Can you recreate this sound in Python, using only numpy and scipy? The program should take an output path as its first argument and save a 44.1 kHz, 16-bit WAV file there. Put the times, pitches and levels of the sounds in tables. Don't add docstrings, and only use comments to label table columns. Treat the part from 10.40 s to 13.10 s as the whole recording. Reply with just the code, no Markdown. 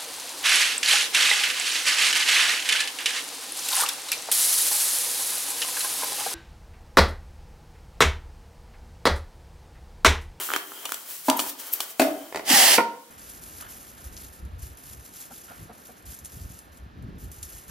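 import sys
import numpy as np
from scipy import signal
from scipy.fft import rfft, irfft
from scipy.io import wavfile
from scipy.ndimage import uniform_filter1d, map_coordinates

SR = 44100
rng = np.random.default_rng(int(sys.argv[2]) if len(sys.argv) > 2 else 0)


def bounce(signal):
    frames = np.transpose(np.atleast_2d(signal))
    limited = np.clip(frames, -1, 1)
    pcm = np.round(limited * 32767).astype(np.int16)
    wavfile.write(sys.argv[1], SR, pcm)


N = 119070
TIME = np.arange(N) / SR
HZ = np.maximum(np.fft.rfftfreq(N, 1 / SR), 1)
ATTACK_S, THUD_DECAY_S = .0003, .049
BOX_LAG_S, BAG_LAG_S = .00003, .000003


def amp(db):
    return 10 ** (np.asarray(db) / 20)


def unit(x):
    return x / np.sqrt(np.mean(x ** 2) + 1e-20)


def at_hz(points, hz=HZ):
    freqs, values = np.transpose(points)
    return np.interp(np.log(hz), np.log(freqs), values)


def level(curve):
    times, db = np.transpose(curve)
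    return amp(np.interp(TIME, times, db, left=-120, right=-120))


def swells(rows):
    return sum(amp(db) / (1 + ((TIME - peak_s) / width) ** 2 / 2) ** 2 for peak_s, db, width in rows)


def wander(samples):
    return unit(uniform_filter1d(rng.standard_normal(N), size=samples))


def coloured(x, db):
    cepstrum = irfft(np.log(amp(db)), len(x))
    cepstrum[1:len(x) // 2] *= 2
    cepstrum[len(x) // 2 + 1:] = 0
    return irfft(rfft(x) * np.exp(rfft(cepstrum)), len(x))


def friction(colour, grain_db=2.5):
    strength = amp(grain_db * wander(24))
    return unit(coloured(rng.standard_normal(N) * strength, at_hz(colour)))


def contacts(rows, colour, crack_db=None, knee_hz=1700, size=8192):
    out, t = np.zeros(N + size), np.arange(size) / SR
    hz = np.maximum(np.fft.rfftfreq(size, 1 / SR), 1)
    octaves_up = np.log2(np.maximum(hz / knee_hz, 1))
    bins = np.arange(len(hz))
    low, high = np.maximum(bins * 5 // 6 - 6, 0), np.minimum(bins * 6 // 5 + 6, bins[-1])
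    for start_s, db, tilt_db, t60 in rows:
        spray = rng.standard_normal(size) * amp(-60 * t / t60) * (1 - np.exp(-t / ATTACK_S))
        if crack_db is not None:
            spray[0] += amp(crack_db) * np.linalg.norm(spray)
        power = np.cumsum(abs(rfft(spray)) ** 2)
        broad_db = 10 * np.log10((power[high] - power[low]) / (high - low) + 1e-9)
        hit = coloured(spray, at_hz(colour, hz) - broad_db + tilt_db * octaves_up)
        i = int(start_s * SR)
        out[i:i + size] += amp(db) * hit / np.sqrt(np.sum(hit ** 2) / (SR / 100))
    return out[:N]


def thuds(rows, colour):
    return contacts([(*row, THUD_DECAY_S) for row in rows], colour)


def ringing(modes, start_s):
    t, out = np.maximum(TIME - start_s, 0), 0
    for hz, db, t60 in modes:
        envelope = amp(db - 60 * t / t60) * (1 - np.exp(-t * hz / 2))
        out = out + envelope * np.sin(2 * np.pi * hz * t) * rng.choice([-1, 1])
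    return out


def diffuse():
    # freq_hz, correlation
    likeness = [(300, 0.89), (1500, 0.1), (6000, 0)]
    alike = at_hz(likeness)
    mid, side = rfft(rng.standard_normal((2, N)))
    return (np.sqrt(1 + alike) * mid + np.sqrt(1 - alike) * side * np.array([[1], [-1]])) / np.sqrt(2)


def room_response():
    # freq_hz, t60_s
    decays = [(250, 0.6), (700, 0.57), (2000, 0.4), (10000, 0.21)]
    noise, out = diffuse(), 0
    for hz, t60 in decays:
        band = at_hz([(f, f == hz) for f, _ in decays])
        tail = amp(-60 * TIME / t60) * (TIME > .004)
        out = out + irfft(noise * band, N) * tail / np.sqrt(np.sum(tail ** 2))
    return out


def scatter(level_db=-5, t60_s=.01, above_hz=1200):
    t = TIME[:1024]
    burst = rng.standard_normal((2, len(t))) * amp(-60 * t / t60_s) * (1 - np.exp(-t / ATTACK_S))
    burst = signal.sosfilt(signal.butter(2, above_hz, "high", fs=SR, output="sos"), burst)
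    return amp(level_db) * burst / np.sqrt(np.sum(burst ** 2, axis=1, keepdims=True))


def placed(x, room, pan_db, lag_s, room_db, moving=False, sway_s=.0006, sway_hz=1.5):
    left = irfft(rfft(x) * np.exp(-2j * np.pi * HZ * lag_s), N)
    close = np.array([left, x])
    if moving:
        x = map_coordinates(x, [(TIME - sway_s * np.sin(2 * np.pi * sway_hz * TIME)) * SR])
    else:
        close += signal.fftconvolve(x[None], scatter(), axes=1)[:, :N]
    reverb = amp(room_db) * signal.fftconvolve(x[None], room, axes=1)[:, :N]
    return (close + reverb) * amp([[pan_db / 2], [-pan_db / 2]]) / np.sqrt(1 + amp(room_db) ** 2)


def room_tone(level_db=-51.5):
    colour = [(30, -35), (120, 0), (16000, -1)]  # freq_hz, gain_db
    return amp(level_db) * unit(irfft(diffuse() * amp(at_hz(colour)), N))


def through_mouth(x, shut_s=.59):
    mouth = [(2600, 0.5), (3150, 3.5), (3700, 0.5), (4900, -2.5), (7000, 0)]  # freq_hz, gain_db
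    return coloured(x * (TIME < shut_s), at_hz(mouth)) + x * (TIME >= shut_s)


def bag_rustle(room):
    # time_s, level_db
    cloth = [(0, -27.5), (.17, -37), (.23, -43), (.48, -39.5), (.535, -34), (.56, -39), (.65, -43),
             (.70, -31.5), (.77, -37.5), (.83, -41.5), (.875, -29.5), (.955, -45), (1.0, -23.5),
             (1.04, -34.5), (1.10, -27.5), (1.125, -72), (1.18, -43), (1.2, -31), (1.23, -41.5),
             (1.27, -34), (1.305, -44), (1.345, -31), (1.39, -41), (1.42, -28.5), (1.455, -46),
             (1.505, -34), (1.54, -56), (1.59, -43), (1.62, -30), (1.7, -43), (2.04, -53.5)]
    # freq_hz, gain_db
    cloth_colour = [(190, -23), (280, -13), (500, -13.5), (1300, -9), (2300, -9), (5000, -6), (12500, -1.5),
                    (16000, -0.5)]
    # time_s, level_db
    shifting = [(0, -32.5), (.06, -54), (.15, -31.5), (.22, -61), (.33, -49), (.46, -44.5), (.57, -52.5),
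                (.83, -60.5), (1.0, -37.5), (1.15, -59.5), (1.2, -46.5), (1.42, -45), (1.55, -56),
                (1.83, -49), (2.04, -61)]
    # freq_hz, gain_db
    shift_colour = [(190, -18.5), (275, 1.5), (1420, 2), (2750, -7), (3130, 6.5), (3500, -7),
                    (16000, -15.5)]
    rustle = level(cloth) * friction(cloth_colour) + level(shifting) * friction(shift_colour)
    return placed(through_mouth(rustle), room, pan_db=1.7, lag_s=BAG_LAG_S, room_db=-1.5, moving=True)


def drawstring(room):
    # time_s, peak_db, half_width_s
    zips = [(.974, -23.5, 0.003), (1.337, -18.5, 0.0075)]
    # freq_hz, gain_db
    colour = [(1000, -42), (10800, -27), (11900, -12), (13200, -17.5), (16000, -21.5)]
    cord = swells(zips) * friction(colour)
    return placed(cord, room, pan_db=3, lag_s=BAG_LAG_S, room_db=-13, moving=True)


def tile_clicks(room):
    # start_s, level_db, tilt_db_per_octave, t60_s
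    clicks = [(.4538, -29, 0.5, 0.032), (.543, -31, 3.5, 0.011), (.899, -18.5, 0, 0.013),
              (.9925, -23.5, -3, .024), (1.0002, -26, 2, 0.0067), (1.4035, -24.5, 1, 0.025)]
    # freq_hz, gain_db
    colour = [(190, -25.5), (280, 1), (430, -8.5), (620, 3.5), (1300, 4.5), (1750, -7), (3130, 4.5),
              (3800, 1), (8000, -1.5), (16000, -7)]
    return placed(through_mouth(contacts(clicks, colour)), room, pan_db=1, lag_s=BAG_LAG_S, room_db=-7)


def tile_clacks(room, t60_s=.011):
    # start_s, level_db, tilt_db_per_octave, pitch_hz
    clacks = [(0.0896, -33.5, -17, 1380), (0.1035, -30, -4, 1440), (.1175, -31, -4, 1260),
              (.1372, -22.5, -1, 1810), (.1628, -21.5, 2.5, 1440), (0.3195, -42, -6, 1270),
              (0.493, -35.5, 3, 1390), (0.5211, -26, 3.5, 1360)]
    # pitch_ratio, gain_db
    tile = [(.12, -36), (.19, -4), (.4, -9.5), (.68, -5), (1, 3.5), (1.35, -3), (1.8, -11), (11, -21)]
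    hits = 0
    for start_s, db, tilt_db, pitch_hz in clacks:
        colour = [(ratio * pitch_hz, gain_db) for ratio, gain_db in tile]
        hits = hits + contacts([(start_s, db, tilt_db, t60_s)], colour, crack_db=11)
    return placed(hits, room, pan_db=0, lag_s=BAG_LAG_S, room_db=-6.5)


def bag_on_table(room):
    # start_s, level_db, tilt_db_per_octave
    bumps = [(0.8835, -14.5, -1), (.912, -22, -28), (1.062, -36, 3)]
    # freq_hz, gain_db
    bump_colour = [(190, -22), (270, 9), (430, -10), (640, -3.5), (930, 5), (1400, -10), (2200, -18),
                   (16000, -24.5)]
    # pitch_hz, level_db, t60_s
    bump_modes = [(265, -13, 0.17), (630, -20, 0.2), (918, -24.5, 0.47)]
    # start_s, level_db, tilt_db_per_octave
    drops = [(1.5955, -11, 0.5), (1.602, -18, -1.1), (1.617, -16.5, -0.27)]
    # freq_hz, gain_db
    drop_colour = [(195, -26.5), (280, 5.5), (460, -11.5), (660, 1.5), (950, -13), (1400, -14), (2400, -17),
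                   (3000, -19.5), (5000, -24), (16000, -28)]
    # pitch_hz, level_db, t60_s
    drop_modes = [(266.8, -10, 0.21), (297, -20, 0.38), (596, -22, 0.55), (647.8, -18.5, 0.51)]
    blows = thuds(bumps, bump_colour) + thuds(drops, drop_colour)
    rings = ringing(bump_modes, bumps[0][0]) + ringing(drop_modes, drops[0][0])
    return placed(blows, room, pan_db=.7, lag_s=BAG_LAG_S, room_db=-1.5) + rings


def finger_taps(room, t60_s=.023):
    # start_s, level_db, tilt_db_per_octave
    taps = [(1.9253, -35.5, -1), (1.947, -28, -0.5), (1.9594, -26.5, 3), (1.973, -30, 1.5),
            (1.995, -32.5, -0.5)]
    # freq_hz, gain_db
    colour = [(150, -5.5), (320, 10.5), (680, 12.5), (1640, -1), (1950, 7.5), (2550, -4), (6700, -12),
              (16000, -24)]
    ticks = contacts([(*tap, t60_s) for tap in taps], colour, crack_db=-1)
    return placed(ticks, room, pan_db=-1.5, lag_s=BOX_LAG_S, room_db=-3.5)


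def wall_booms(waver_hz=25, waver_s=.008):
    # time_s, peak_db, half_width_s, pitch_hz
    booms = [(2.113, -20, 0.0057, 265), (2.138, -24.5, 0.0053, 270), (2.165, -23, 0.023, 798)]
    out = 0
    for peak_s, db, width, pitch_hz in booms:
        hz = pitch_hz + waver_hz * wander(int(waver_s * SR))
        tone = np.sqrt(2) * np.sin(2 * np.pi * np.cumsum(hz) / SR)
        out = out + swells([(peak_s, db, width)]) * tone
    return out


def box_body(room):
    # start_s, level_db, tilt_db_per_octave
    stops = [(2.379, -12, -1), (2.39, -16, -11), (2.402, -20, -3)]
    # freq_hz, gain_db
    colour = [(140, -35), (225, -8), (315, -5), (400, -15.5), (490, -1.5), (590, -10.5), (730, -5),
              (820, -18), (930, 6), (1150, -16), (1400, -6), (1620, -23), (1880, -11), (3700, -25.5),
              (16000, -48)]
    # pitch_hz, level_db, t60_s
    modes = [(408, -29.5, 0.35), (929, -11.5, 0.2), (933, -19.5, 0.46)]
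    body = wall_booms() + thuds(stops, colour)
    return placed(body, room, pan_db=-.3, lag_s=BOX_LAG_S, room_db=-8.5) + ringing(modes, stops[0][0])


def box_slide(room):
    # time_s, level_db
    slide = [(2.04, -51), (2.066, -32.5), (2.088, -23.5), (2.102, -16), (2.2, -13), (2.29, -15),
             (2.345, -15), (2.365, -19.5), (2.385, -34), (2.41, -65)]
    # freq_hz, gain_db
    colour = [(110, -34.5), (280, -2.5), (420, -8), (590, -1), (790, 5), (950, -1), (1400, -4.5), (1900, 6),
              (2350, -1.5), (3050, 5), (3800, -1.5), (4800, 3), (7000, -1), (10000, 1), (16000, -2)]
    # freq_hz, left_minus_right_db
    balance = [(700, 0), (2400, -5), (15000, 0.5)]
    scrape, *edges = [level(slide) * friction(colour, grain_db=1.5) for _ in range(3)]
    stereo = placed(scrape, room, pan_db=0, lag_s=BOX_LAG_S, room_db=-7.5, moving=True)
    stereo += amp(-4.5) * np.array(edges)
    return irfft(rfft(stereo) * amp(at_hz(balance) * np.array([[.5], [-.5]])), N)


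def scene():
    room = room_response()
    hush = room_tone()
    bag = bag_rustle(room) + drawstring(room) + tile_clicks(room) + tile_clacks(room)
    return hush + bag + bag_on_table(room) + finger_taps(room) + box_body(room) + box_slide(room)


def record(dry, low_cut_hz=60, high_cut_hz=15800):
    thinned = signal.sosfilt(signal.butter(1, low_cut_hz, "high", fs=SR, output="sos"), dry)
    low_pass = signal.firwin(401, high_cut_hz, fs=SR, window=("kaiser", 8))
    return signal.fftconvolve(np.clip(thinned, -.8, .8), low_pass[None], "same", axes=1)


dry = scene()
out = record(dry)
bounce(out)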